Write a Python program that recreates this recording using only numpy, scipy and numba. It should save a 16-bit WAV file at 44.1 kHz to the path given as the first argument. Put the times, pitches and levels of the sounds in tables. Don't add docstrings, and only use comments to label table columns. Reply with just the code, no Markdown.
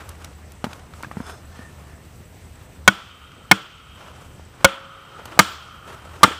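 import sys
import numpy as np
from scipy import signal
from scipy.io import wavfile
from scipy.ndimage import uniform_filter1d
from numba import njit

SR = 44100
rng = np.random.default_rng(int(sys.argv[2]) if len(sys.argv) > 2 else 0)


def unload_audio(sound):
    columns = np.transpose(np.atleast_2d(sound))
    steps = np.round(np.clip(columns, -1, 1) * 32767)
    wavfile.write(sys.argv[1], SR, steps.astype(np.int16))


N = 281799
T = np.arange(N) / SR

# frequency in Hz, relative density in dB per Hz.
SURF_SPECTRUM = [(25, 11.5), (50, 1), (90, 0), (140, -3), (250, -13.5), (600, -16), (1200, -23.5),
                 (2200, -24), (4000, -31.5), (7000, -32), (10000, -43.5), (12000, -37), (14500, -36.5)]
SURF_DB = -42
# time in seconds, level in dB.
DRONE_LEVELS = [(0.0, -39.5), (0.73, -45), (1.8, -45), (2.1, -50.5), (3.06, -43), (3.4, -55.5),
                (3.83, -60.5), (4.3, -45.5), (5.05, -58), (5.5, -39.5), (5.65, -50.5), (6.39, -40)]
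DRONE_HZ, DRONE_WIDTH_HZ, DRONE_STEADY_DB = 77, 13, 0
CAMERA_HZ, CAMERA_PULSES_PER_S, CAMERA_START_S, CAMERA_DB = 7800, 10, .05, -58
# loudest at in seconds, rise in seconds, fall in seconds,
# dull rustle in dB, bright rustle in dB.
MOVES = [(.015, 0.19, .1, -40, -60), (.1, .1, .2, -48, -60), (.22, 0.056, 0.25, -46, -58),
         (.72, 0.14, 0.28, -44, -56), (.97, 0.073, 0.14, -49.5, -56), (1.2, 0.2, .08, -47, -59),
         (1.3, 0.088, 0.071, -39.5, -49), (1.6, 0.31, 0.22, -46, -59.5), (1.82, 0.16, 0.54, -54, -64),
         (2.6, 0.27, .4, -55.5, -68), (4.03, 0.13, 0.21, -40.5, -60), (4.22, 0.21, 0.28, -48.5, -58),
         (4.62, 0.14, 0.059, -44, -69), (5.17, 0.23, 0.28, -42.5, -63), (5.359, .2, 0.073, -40, -61),
         (5.65, .2, .2, -50, -56), (5.91, .1, .15, -38, -52), (6.101, 0.25, 0.9, -44, -59.5)]
# centre in Hz, width in Hz, relative level in dB.
CLOTH_PEAKS = [(445, 680, 1.5), (1340, 600, 3.5), (2730, 1400, -7)]
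# start in seconds, peak in dB, centre in Hz, width in Hz,
# decay length in seconds.
TICKS = [(.005, -34.5, 1670, 1130, 0.013), (0.091, -27, 7700, 9050, 0.0038),
         (0.245, -26.5, 2740, 4760, 0.0042), (0.52, -34, 8000, 9000, 0.0025),
         (0.733, -29, 2800, 4850, 0.0035), (1.027, -29, 5900, 7000, 0.0025),
         (1.267, -34, 3000, 7000, 0.0016), (3.319, -38, 2200, 1800, 0.0046),
         (5.255, -27.5, 4020, 9100, 0.0067)]
# start in seconds, clack in dB, clack in Hz, thump in dB, thump in Hz,
# snap in dB. Clack and thump levels are peaks before the soft-contact low-pass.
KNOCKS = [(.6422, -9.5, 805, -14.5, 245, -17), (0.667, -23, 900, -21, 230, -52),
          (.731, -27, 1470, -46, 300, -29.5), (0.937, -28.5, 1300, -41, 201, -35),
          (1.006, -28, 930, -53, 200, -48), (1.0334, -16.5, 1430, -36, 302, -53),
          (1.0462, -19, 1620, -43, 300, -52), (1.068, -54, 600, -29.5, 149, -57),
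          (1.1134, -18.5, 1170, -46, 300, -56), (1.1697, -22.5, 870, -16.5, 204, -49),
          (1.203, -22.5, 960, -17.5, 240, -56), (1.592, -47, 696, -26, 236, -57),
          (2.204, -55, 500, -33, 200, -55), (4.396, -30.5, 550, -53, 202, -65),
          (4.966, -40, 733, -57, 302, -62), (5.257, -23.5, 880, -40, 297, -32),
          (5.376, -18, 745, -32, 295, -64), (6.211, -27, 900, -29, 413, -55),
          (6.246, -12, 690, -4, 380, -40), (6.278, -31, 1250, -7.5, 290, -40),
          (6.31, -30, 1080, -13, 433, -45)]
THUMP_T60_CYCLES = 7.9
# loudest at in seconds, rise in seconds, fall in seconds, level in dB.
RUBS = (1.3, 0.14, 0.098, -40), (1.64, 0.24, 0.098, -47.5), (1.9, .2, 0.34, -61)
# centre in Hz, width in Hz, relative level in dB per pass (two passes).
STEEL_PEAKS = [(645, 130, 2), (1450, 400, 1.5), (3480, 130, -0.5), (5170, 320, -2.5), (6450, 170, -3),
               (8700, 540, -6)], [(1780, 110, 0)]
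# loudest at in seconds, rise in seconds, fall in seconds, level in dB before flutter.
SQUEAK_SWELL = (1.33, .08, .06, -42)
SQUEAK_HZ, SQUEAK_OCTAVES_PER_S = 450, -19
# crack, ring, rock echo, splinter hiss
# and low shore echo, each in dB.
CHOPS = [(2.877, 4.5, 1273, 1, -5.5, 545, 2, -41, -25.5, -37.5, -43.5),
         (3.513, 4, 1236, 5, -5, 450, 8.5, -17, -25.5, -37, -45),
         (4.645, 6, 1242, 4, -10.5, 545, 7, -4, -23, -41, -38.5),
         (5.391, 8, 1222, -1, -5, 545, 11, -50, -22.5, -30, -41),
         (6.2315, 11.5, 1190, -6, -4.5, 495, 7, -17, -24, -35, -46)]
# multiple of the main pitch, relative level in dB before sharpness, t60 in seconds.
BLOCK_MODES = [(.55, -29, 0.038), (.75, -20, 0.063), (.87, -3.5, 0.018), (1, 10.5, 0.016),
               (1.17, -1.5, 0.038), (1.299, 4, 0.019), (1.47, 9, 0.014), (1.751, 5, 0.024),
               (2.05, -18, 0.052), (2.25, -27, 0.051), (2.549, 5.5, 0.015), (1.6, -10.5, 0.031),
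               (1.9, 0, 0.012), (3.1, -48, 0.0037)]
# frequency in Hz, relative level in dB, t60 in seconds.
LOG_MODES = [(109, 7, 0.079), (195.3, 12, 0.12), (315, 1, 0.16), (394, -9, 0.07)]
# frequency in Hz, level in dB relative to the blow gain, t60 in seconds.
HEAD_MODES = [(1340, -27, 0.39), (1490, -42, 0.33), (2480, -48, 0.21), (2990, -36, 0.41), (3450, -42, 0.72)]
# centre in Hz, width in Hz, level in dB relative to the chop's hiss, t60 in seconds.
SPLINTERS = [(4500, 2850, -2, 0.61), (5580, 600, 3, 0.13), (7050, 2200, -1, 0.31), (8400, 1170, -6.5, 0.17),
             (13360, 9000, -7.5, 0.47)]
# delay in seconds, peak in dB relative to the blow gain.
BOULDERS = [(0.012, -2.5), (0.046, -54.5), (.088, -32)]
# centre in Hz, width in Hz, relative level in dB.
ROCK_PEAKS = [(450, 1370, 6.5), (1444, 515, 15.5), (1775, 350, -12), (2200, 1100, 3.5), (3300, 310, 13),
              (3870, 750, 1)]
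# centre in Hz, width in Hz, relative level in dB.
SHORE_PEAKS = [(486, 1400, -20.5), (1290, 215, 2), (1470, 230, -6.5)], [(2600, 750, -6.5), (3090, 157, 2.5),
               (3250, 66, 1), (3670, 150, -6.5), (4300, 1300, -23), (6850, 810, -30.5)]
TEAR_S, BLOCK_PEAK_DB = .0053, 23.4
SHAFT_T60_S, HUM_T60_S, HUM_DB = 0.095, 1.5, -37
ROCK_T60_S, SHORE_T60_S, SHORE_HIGH_DB = .46, 2.47, -40
OVERLOAD, OVERLOAD_RELEASE_S = .5, .0096
DUCK_DB, DUCK_ATTACK_S, DUCK_RELEASE_S = 9.5, 0.11, 0.29
LOW_CUT_HZ, TOP_HZ = 62.5, 15300


def undb(db):
    return 10 ** (np.asarray(db) / 20)


def level(x, db):
    return x * undb(db) / np.sqrt(np.mean(x ** 2))


def peak(x, db):
    return x * undb(db) / np.abs(x).max()


def band(x, hz, width_hz):
    return signal.lfilter(*signal.iirpeak(min(hz, .45 * SR), hz / width_hz, SR), x)


def colour(x, peaks):
    return sum((-1) ** k * undb(db) * band(x, hz, width_hz) for k, (hz, width_hz, db) in enumerate(peaks))


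def fade(t, t60_s):
    return np.exp(-np.log(1000) * t / t60_s)


def ring(t, modes):
    return sum(undb(db) * fade(t, t60_s) * np.sin(2 * np.pi * hz * t) for hz, db, t60_s in modes)


def add(out, x, start_s):
    i = int(start_s * SR)
    out[i:i + len(x)] += x[:N - i]


def walk(rate_hz):
    k = int(SR / rate_hz)
    held = np.repeat(rng.standard_normal(N // k + 1), k)
    return 1.14 * uniform_filter1d(uniform_filter1d(held, k), k)[:N]


def swell(top_s, rise_s, fall_s, db):
    before = (top_s - T) / max(rise_s, .01)
    after = (T - top_s) / max(fall_s, .01)
    return undb(db - 20 * np.where(T < top_s, before, after))


def echo(t, sound, t60_s, db):
    uneven = undb(1.5 * walk(70)[:len(t)])
    build_up = 1 - np.exp(-t / 0.00078)
    return level(sound, db) * uneven * fade(t, t60_s) * build_up


def surf():
    out, common = 0, walk(1.0)
    hz_points, db_points = np.transpose(SURF_SPECTRUM)
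    for hz in 30 * 2 ** np.arange(0, 9.1, .5):
        db = np.interp(np.log(hz), np.log(hz_points), db_points) + 0.71 * common + 2.4 * walk(24.05)
        noise = rng.standard_normal(N)
        out = out + undb(db) * band(band(noise, hz, hz / 2), hz, hz / 2)
    return level(out, SURF_DB)


def drone():
    noise = band(rng.standard_normal(N), DRONE_HZ, DRONE_WIDTH_HZ)
    rough = band(noise, DRONE_HZ, 2 * DRONE_WIDTH_HZ)
    hz = DRONE_HZ + 4.05 * walk(14)
    steady = np.sin(2 * np.pi * np.cumsum(hz) / SR)
    mix = level(rough, 0) + level(steady, DRONE_STEADY_DB)
    return level(mix, 0) * undb(np.interp(T, *np.transpose(DRONE_LEVELS)))


def camera():
    phase = (T - CAMERA_START_S) * CAMERA_PULSES_PER_S % 1
    pulse = np.exp(-(phase / 0.13) ** 4)
    whine = level(band(rng.standard_normal(N), CAMERA_HZ, 120), 0)
    hiss = level(band(band(rng.standard_normal(N), 8120, 1100), 8120, 1100), -7)
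    line = level(band(rng.standard_normal(N), 6050, 58.8), -15)
    return undb(CAMERA_DB) * (whine * pulse + hiss + line)


def cloth():
    grains = rng.standard_normal((2, N)) * undb(3.0 * walk(150))
    dull = level(band(colour(grains[0], CLOTH_PEAKS), 710, 6000), 0)
    bright = level(band(band(grains[1], 6700, 7600), 4800, 9800), 0)
    out = np.zeros(N)
    for top_s, rise_s, fall_s, dull_db, bright_db in MOVES:
        rustle = undb(dull_db) * dull + undb(bright_db) * bright
        out += swell(top_s, rise_s, fall_s, 0) * rustle
    return out


def ticks():
    out, t = np.zeros(N), T[:SR // 10]
    for start_s, db, hz, width_hz, length_s in TICKS:
        burst = rng.standard_normal(len(t)) * np.exp(-(t / length_s) ** 1.6)
        add(out, peak(band(burst, hz, width_hz), db), start_s)
    return out


def knocks():
    out, t = np.zeros(N), T[:SR // 4]
    soft_contact = signal.butter(3, 2200, fs=SR, output="sos")
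    for start_s, clack_db, clack_hz, thump_db, thump_hz, snap_db in KNOCKS:
        t60_s = THUMP_T60_CYCLES / thump_hz
        noise = rng.standard_normal((2, len(t)))
        clack = ring(t, [(clack_hz, 0, .018), (1.55 * clack_hz, -5, .012), (0.736 * clack_hz, -7, .02)])
        thump = ring(t, [(thump_hz, 0, t60_s), (1.9 * thump_hz, -9, 0.5 * t60_s)])
        body = signal.sosfilt(soft_contact, peak(clack, clack_db) + peak(thump, thump_db))
        snap = band(band(noise[0] * fade(t, 0.011), 2650, 2100), 2500, 2500)
        scatter = echo(t, band(noise[1], clack_hz, 740), 0.093, clack_db - 22)
        add(out, body + peak(snap, snap_db) + scatter, start_s)
    return out


def steel():
    flutter = undb(1.1 * walk(90))
    sounds = []
    for peaks in STEEL_PEAKS:
        friction = flutter * rng.standard_normal(N)
        sounds.append(level(colour(colour(friction, peaks), peaks), 0))
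    scrape, stroke = sounds
    return swell(*RUBS[0]) * scrape + sum(swell(*rub) for rub in RUBS[1:]) * stroke


def squeak():
    octaves = np.clip(SQUEAK_OCTAVES_PER_S * (T - SQUEAK_SWELL[0]), -1, .5)
    tone = np.sin(2 * np.pi * np.cumsum(SQUEAK_HZ * 2 ** octaves) / SR)
    return swell(*SQUEAK_SWELL) * undb(3.0 * walk(120)) * tone


def chops():
    out, t = np.zeros(N), T[:2 * SR]
    for (start_s, blow_db, block_hz, sharp_db, thud_db, ring_hz,
         crack_db, ring_db, rock_db, hiss_db, shore_db) in CHOPS:
        tear, near, far, hiss = rng.standard_normal((4, len(t)))
        tear *= np.exp(-(t / TEAR_S) ** 2) * (1 - np.exp(-t / 0.00079))
        landing = 2.6 * np.exp(-((t[:2000] - .0002) / .0001) ** 2)
        push = tear[:2000] - landing
        modes = [(m * block_hz, db + sharp_db * np.log2(m), t60_s) for m, db, t60_s in BLOCK_MODES]
        block = signal.fftconvolve(push, ring(t, modes))[:len(t)]
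        blow = peak(block, BLOCK_PEAK_DB) + peak(band(tear, 4560, 2100), crack_db)
        for delay_s, back_db in BOULDERS:
            add(out, peak(colour(blow, ROCK_PEAKS), blow_db + back_db), start_s + delay_s)

        log = -peak(ring(t, LOG_MODES) * (1 - np.exp(-t / 0.0013)), thud_db)
        blow += ring(t, [(ring_hz, ring_db, SHAFT_T60_S)] + HEAD_MODES)
        hum = ring(t, [(ring_hz, ring_db + HUM_DB, HUM_T60_S)])
        blow += hum * undb(2 * walk(23)[:len(t)])
        blow += echo(t, colour(near, ROCK_PEAKS), ROCK_T60_S, rock_db)
        for hz, width_hz, db, t60_s in SPLINTERS:
            spray = band(band(hiss, hz, width_hz), hz, 2 * width_hz)
            blow += echo(t, spray, t60_s, hiss_db + db)
        blow += echo(t, colour(far, SHORE_PEAKS[0]), SHORE_T60_S, shore_db)
        shore_high = echo(t, colour(far, SHORE_PEAKS[1]), SHORE_T60_S, SHORE_HIGH_DB)
        add(out, undb(blow_db) * blow + log + shore_high, start_s)
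    return out


def scene():
    mix = surf() + drone() + camera() + cloth() + ticks() + knocks() + steel() + squeak() + chops()
    return mix[None]


@njit
def follow(x, attack, release):
    y, e = np.empty(len(x)), 0.
    for i in range(len(x)):
        e += (x[i] - e) * (attack if x[i] > e else release)
        y[i] = e
    return y


def record(dry):
    over = follow(1. * (np.abs(dry[0]) > OVERLOAD), 0.65, 1 / (OVERLOAD_RELEASE_S * SR))
    duck = follow(over, 1 / (DUCK_ATTACK_S * SR), 1 / (DUCK_RELEASE_S * SR))
    duck = 1 - (1 - duck / duck.max()) ** 2
    clipped = np.clip(dry * undb(-DUCK_DB * duck), -1, 1)
    low_cut = signal.butter(3, LOW_CUT_HZ, "high", fs=SR, output="sos")
    top_cut = signal.ellip(10, .2, 60, TOP_HZ, fs=SR, output="sos")
    return signal.sosfilt(top_cut, signal.sosfilt(low_cut, clipped))


dry = scene()
out = record(dry)
unload_audio(out)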